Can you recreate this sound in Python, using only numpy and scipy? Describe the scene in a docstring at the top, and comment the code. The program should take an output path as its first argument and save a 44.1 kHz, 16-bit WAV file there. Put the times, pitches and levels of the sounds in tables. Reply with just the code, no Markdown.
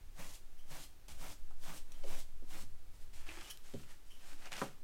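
"""Someone sweeps the vinyl floor of a small camper with a plastic broom. First come six even strokes:
bent bristles catch and slip on the floor, and their tips hiss and flick free. From about 3 s, short
pokes go into a corner, where tufts rasp over edges and the broom head taps and knocks on wooden
furniture, loudest near the end. All along there are soft footsteps, the short echo of the room,
faint air noise and the slow sway of a camera worn on the body."""
import sys
import numpy as np
from scipy import signal
from scipy.fft import rfft, irfft
from scipy.io import wavfile
from scipy.ndimage import uniform_filter1d

SR = 44100
rng = np.random.default_rng(int(sys.argv[2]) if len(sys.argv) > 2 else 0)


def store_wav(level_fs):
    """Save 16-bit WAV to argv[1]."""
    pcm = np.round(np.clip(np.atleast_2d(level_fs), -1, 1) * 32767)
    wavfile.write(sys.argv[1], SR, pcm.T.astype(np.int16))


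N = 213003

# full strokes across the open floor (time the bristles lie flat [s], hold [s], rise [s],
# tip hiss [dB], scrape [dB], delay until the hardest press [s])
FLOOR_STROKES = [(0.195, 0.16, 0.048, -55.5, -52.5, 0.011), (0.712, 0.13, 0.044, -54.5, -53, 0.036),
                 (1.212, 0.11, 0.062, -55, -52, 0.032), (1.637, 0.14, 0.045, -54.5, -53, 0.065),
                 (2.096, 0.11, 0.1, -54.5, -52, 0.028), (2.512, 0.11, 0.047, -56, -54, 0.043)]
# light dabs, drags and pokes (time the bristles lie flat [s], hold [s], rise [s],
# tip hiss [dB], scrape [dB])
SHORT_POKES = [(1.083, 0.034, 0.0032, -55.5, -60), (1.923, 0.19, 0.1, -68.5, -69),
               (2.943, .008, .02, -66, -72.5), (3.012, 0.013, .04, -65, -68),
               (3.139, .075, 0.012, -60, -59), (3.279, 0.13, 0.057, -58, -51),
               (3.423, 0.086, 0.034, -57, -57.5), (3.658, .17, 0.069, -62.5, -64),
               (3.901, 0.014, 0.063, -61.5, -59.5), (4.065, 0.013, .01, -68.5, -78),
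               (4.285, 0.047, 0.19, -59.5, -58), (4.429, 0.046, 0.14, -61, -54.5),
               (4.522, 0.028, 0.016, -54.5, -44), (4.583, 0.049, 0.057, -50, -48.5)]
# tone of the light bristle tips (frequency [Hz], level [dB])
TIP_TONE = [(200, -24), (700, -18), (1500, -17), (3000, -1.5), (4500, -2), (7500, -1.5), (9500, -3.5),
            (11000, -8), (13500, -7.5), (15800, -16.5)]
# tone of bristles pressed on the open floor (frequency [Hz], level [dB])
FLOOR_TONE = [(60, -27), (150, 8.5), (220, -3.5), (290, 4.5), (410, -9), (540, 1), (850, -1.5),
              (1050, -1.5), (1300, -3.5), (1700, -4.5), (2400, -5), (3600, -12.5), (7000, -17.5),
              (15000, -17.5)]
# tone of bristles dragged along the furniture (frequency [Hz], level [dB])
CORNER_TONE = [(100, 3.5), (220, 3), (330, 0), (480, 3), (650, 5.5), (820, 6), (1020, 4), (1300, 6.5),
               (2000, 5.5), (2600, 5), (3800, -2.5), (5800, -6.5), (9000, -16), (15000, -38)]
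# sharp taps of the plastic head and snapping bristles (time [s], level [dB], pitch [Hz], fade [s])
PLASTIC_TAPS = [(1.084, -55.5, 4000, 0.0054), (1.506, -64.5, 3020, 0.0042), (1.92, -51, 5540, 0.0035),
                (2.037, -55, 3000, 0.0058), (3.132, -62, 3000, .01), (3.281, -53, 2200, .004),
                (3.371, -48, 1500, .003), (3.410, -48, 3000, .004), (3.5737, -47.5, 5500, .0012),
                (3.738, -56, 2900, 0.0056), (4.457, -48, 3200, 0.0028), (4.519, -38, 3130, 0.001),
                (4.529, -36, 2890, .0016), (4.537, -38, 2270, 0.0017), (4.567, -44, 3300, .002),
                (4.58, -46, 3500, 0.0017), (4.617, -45.5, 2100, 0.0087)]
# a tuft rasps over an edge (time [s], level [dB], pitch [Hz], brightness [dB], rise [s], fade [s])
TUFT_RASPS = [(0.577, -71.5, 3130, 1, 0.0088, 0.04), (1.918, -67, 3120, -6, 0.0057, .05),
              (3.44, -57.5, 2940, -20, 0.01, 0.026), (3.495, -50, 3110, 3.5, 0.016, 0.009),
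              (3.893, -62, 1790, -8, 0.016, 0.018), (4.101, -63.5, 3040, -4, 0.007, 0.071)]
# a tuft's upper tones (frequency [times its pitch], width [share of that frequency], level [dB])
TUFT_OVERTONES = [(1.83, 0.068, 21), (3.3, 0.34, 10), (4.05, 0.06, 1), (4.6, 0.042, 10)]
# broom head and shoes hit furniture and floor (time [s], level [dB], low edge [Hz], high edge [Hz])
WOOD_KNOCKS = [(1.112, -65, 48, 96), (1.507, -79.5, 700, 1410), (2.035, -65.5, 328, 785),
               (2.048, -65, 370, 482), (2.42, -73.5, 218, 516), (2.616, -70, 75, 230),
               (3.28, -70.5, 302, 365), (3.288, -66, 2200, 2940), (3.367, -69, 292, 366),
               (3.737, -56, 65.6, 484), (4.315, -76.5, 244, 332), (4.615, -49, 135, 1510)]
# the notes the wooden panels and, higher up, the plastic broom head ring at (frequency [Hz], level [dB], time
# to fade by 60 dB [s])
PANEL_NOTES = [(94, -1, .2), (150, -1, .22), (205, -8, .2), (262, 2, .17), (404, -2, .2), (555, 1, .14),
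               (590, -5, .15), (745, -6, .15), (790, -3, .14), (865, -4, .14), (1300, 0, .11),
               (1500, -7, .12), (1631, -1, .09), (1940, -10, .12), (2396, -10, .12), (2590, -8, .12)]
# tone of the still air (frequency [Hz], level [dB])
AIR_TONE = [(94, -42.5), (160, -4.5), (371, -6), (485, -10), (830, -11.5), (1060, -14), (1360, -13.5),
            (15500, -22.5)]
# how much the person wearing the camera moves (time [s], level [dB])
BODY_MOTION = [(0, 5), (.6, -3.5), (1.4, 3.5), (1.9, 0.5), (2.6, 3), (3.3, 5), (3.6, -4.5), (4.3, -4),
               (4.8, -10.5)]


def bristles(corner_from_s=3.0):
    """Slipping bristles: the tips hiss, and the pressed ones scrape, more coarsely in the corner."""
    t = np.arange(N) / SR
    tips_gain, scrape_gain = broom_pressure(t)
    tips = unit(colour(slips(per_s=14000, spread_db=0.5, bunch_db=-0.4), TIP_TONE))
    open_floor = unit(colour(slips(per_s=7000, spread_db=1.5, bunch_db=-0.07), FLOOR_TONE))
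    corner = unit(colour(slips(per_s=4000, spread_db=-0.5, bunch_db=2.5), CORNER_TONE))
    scrape = np.where(t < corner_from_s, undb(0.4) * open_floor, undb(-4.0) * corner)
    return undb(-3.5) * tips * tips_gain + scrape * scrape_gain


def slips(per_s, spread_db, bunch_db):
    """Each bristle sticks, then slips with a tiny click; sizes vary, and neighbours let go in bunches."""
    clicks = (rng.random(N) < per_s / SR) * rng.standard_normal(N)
    size_db = spread_db * np.minimum(rng.exponential(size=N), 4)
    return clicks * undb(size_db + bunch_db * wander(per_s=140))


def broom_pressure(t, flick_db=3, flick_s=0.022, ease_db_per_s=104):
    """Strength of hiss and scrape: a stroke presses, eases off and flicks; a poke touches and lifts."""
    tips, scrape = [], []
    for start, hold, rise, tips_db, scrape_db, press_delay in FLOOR_STROKES:
        age = t - start
        flick = flick_db * np.exp(-((age - hold) / flick_s) ** 2)  # tips spring free as the broom lifts
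        ease = ease_db_per_s * np.abs(age - press_delay)  # weaker before and after the hardest press
        tips.append(tips_db + flick + contact_db(age, hold, rise, fall_db_per_s=324))
        scrape.append(scrape_db - ease + contact_db(age, hold, rise, fall_db_per_s=402))
    for start, hold, rise, tips_db, scrape_db in SHORT_POKES:
        touch = contact_db(t - start, hold, rise, fall_db_per_s=216)
        tips.append(tips_db + touch)
        scrape.append(scrape_db + touch)
    return undb(np.max(tips, axis=0)), undb(np.max(scrape, axis=0))


def contact_db(age, hold, rise, fall_db_per_s, rise_db=17):
    """One touch of the broom grows, holds and dies away; age is 0 where the hold begins."""
    return rise_db * np.minimum(age, 0) / rise - fall_db_per_s * np.maximum(age - hold, 0)


def taps(ring_db=-17):
    """Hard plastic hits with a brief crack that also makes the broom head ring faintly."""
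    out, t = np.zeros(N), np.arange(SR // 4) / SR
    for start, db, hz, fade in PLASTIC_TAPS:
        crack = unit(band(rng.standard_normal(len(t)), hz / 2, hz * 2)) * np.exp(-t / fade)
        ring = band(panel_ring(t), hz / 2, hz * 2)
        add(out, start, undb(db) * (crack + undb(ring_db) * ring))
    return out


def rasps(ring_width=0.055, hiss_db=1):
    """A fast run of slips rings a stiff plastic tuft; a hard flick adds upper tones and hiss."""
    out, t = np.zeros(N), np.arange(SR // 3) / SR
    for start, db, hz, bright_db, rise, fade in TUFT_RASPS:
        rubbing = rng.standard_normal(len(t))
        ring = unit(resonate(rubbing, hz, ring_width))
        upper = unit(sum(undb(tone_db) * resonate(rubbing, hz * multiple, width)
                         for multiple, width, tone_db in TUFT_OVERTONES))
        hiss = undb(hiss_db) * unit(band(rubbing, 2600, 11800))
        force = np.minimum(t / rise, 1) * np.exp(-np.maximum(t - rise, 0) / fade)
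        add(out, start, undb(db) * force * (ring + undb(bright_db) * unit(upper + hiss)))
    return out


def knocks(rattle_db=1.5):
    """Broom head and shoes make wood ring and rattle, each blow in its own range, from low to high."""
    out, t = np.zeros(N), np.arange(SR // 2) / SR
    for start, db, low_hz, high_hz in WOOD_KNOCKS:
        ring = unit(band(panel_ring(t), low_hz, high_hz, order=3))
        chatter = unit(band(rattle(t), low_hz, high_hz, order=3))
        add(out, start, undb(db) * unit(ring + undb(rattle_db) * chatter))
    return out


def panel_ring(t):
    """Wooden panels and the broom head ring after a blow; each spot that is hit gives a slightly different mix
    of notes."""
    out = 0
    for hz, db, ring_s in PANEL_NOTES:
        strength = undb(db + rng.normal(0, 1)) * rng.choice([-1, 1])
        out = out + strength * np.sin(2 * np.pi * hz * t) * np.exp(-np.log(1000) * t / ring_s)
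    return out


def rattle(t, middle_hz=350, middle_fade_s=0.02, delay_cycles=0.84, tilt_db_per_octave=2):
    """Loose wood chatters, one noise burst per octave: the low ones come later and last longer."""
    out = 0
    for hz in 62.5 * 2 ** np.arange(6):
        age = t - delay_cycles / hz
        fade = middle_fade_s * (middle_hz / hz) ** 0.75
        burst = rng.standard_normal(len(t)) * (age >= 0) * np.exp(-np.abs(age) / fade)
        gain = undb(tilt_db_per_octave * np.log2(hz / middle_hz))
        out = out + gain * unit(band(burst, hz / np.sqrt(2), hz * np.sqrt(2)))
    return out


def room(x, echo_db, echo_s=0.31, pieces=60):
    """Close walls and cushions add a short echo that keeps changing as broom and camera move."""
    out, t = x.copy(), np.arange(SR // 3) / SR
    hop = N // pieces
    for i in range(0, N - hop, hop):  # each overlapping piece gets an echo of its own
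        piece = x[i:i + 2 * hop]
        piece = piece * np.sin(np.pi * np.arange(len(piece)) / (2 * hop))
        tail = band(rng.standard_normal(len(t)), 110, 18400, order=1)
        tail *= np.exp(-np.log(1000) * t / echo_s)  # 60 dB down after echo_s
        tail /= np.sqrt(np.sum(tail ** 2))
        add(out, i / SR, undb(echo_db) * signal.fftconvolve(piece, tail))
    return out


def background():
    """Air hisses, the moving camera sways and rumbles, and the hollow floor booms as weight shifts."""
    air = undb(-68.5) * unit(colour(rng.standard_normal(N), AIR_TONE))
    sway = undb(-38) * unit(band(rng.standard_normal(N), 5.675, 9.95, order=3))
    rumble = undb(-56) * unit(band(rng.standard_normal(N), 7.0, 31.1, order=3))
    boom = undb(-67) * unit(band(rng.standard_normal(N), 38.0, 96.0, order=3))
    motion = undb(np.interp(np.arange(N) / SR, *np.transpose(BODY_MOTION)))
    return air + (sway + rumble + boom) * motion


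def undb(db):
    """Turn decibels into a number to multiply by."""
    return 10 ** (np.asarray(db) / 20)


def unit(x):
    """Scale a sound to an average strength (rms) of 1."""
    return x / np.sqrt(np.mean(x ** 2) + 1e-20)


def colour(x, points):
    """Shape a sound's tone along a curve of (frequency [Hz], level [dB]) points."""
    hz, db = np.transpose(points)
    grid_hz = np.maximum(np.fft.rfftfreq(4096, 1 / SR), 1)
    gains = undb(np.interp(np.log(grid_hz), np.log(hz), db))
    cepstrum = irfft(np.log(gains))
    half = len(cepstrum) // 2
    cepstrum[1:half] *= 2  # folded this way, the filter rings only after a click, never before
    cepstrum[half + 1:] = 0
    click_response = irfft(np.exp(rfft(cepstrum)))
    return signal.fftconvolve(x, click_response)[:len(x)]


def band(x, low_hz, high_hz, order=2):
    """Keep the part of a sound between two frequencies."""
    high_hz = min(max(high_hz, low_hz * 1.01), SR * 0.47)
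    return signal.sosfilt(signal.butter(order, [low_hz, high_hz], "band", fs=SR, output="sos"), x)


def resonate(x, hz, width):
    """Keep a narrow band around one pitch; width is a share of that pitch."""
    return band(x, hz * (1 - width / 2), hz * (1 + width / 2), order=1)


def add(out, start_s, sound):
    """Mix a sound in at a given time."""
    i = int(start_s * SR)
    out[i:i + len(sound)] += sound[:N - i]


def wander(per_s):
    """A value that glides to a new random spot per_s times a second."""
    step = int(SR / per_s)
    stairs = np.repeat(rng.standard_normal(N // step + 1), step)
    return unit(uniform_filter1d(stairs, step))[:N]


def scene():
    """Sweeping and knocks in the small room, over the background, in one channel."""
    sweeping = room(bristles() + taps() + rasps(), echo_db=-10)
    knocking = room(knocks(), echo_db=-14.5)
    return (sweeping + knocking + background())[None]


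def record(dry, top_hz=15850):
    """The camera cuts off the highest treble."""
    return signal.sosfilt(signal.ellip(10, 0.2, 70, top_hz, fs=SR, output="sos"), dry)


dry = scene()
out = record(dry)
store_wav(out)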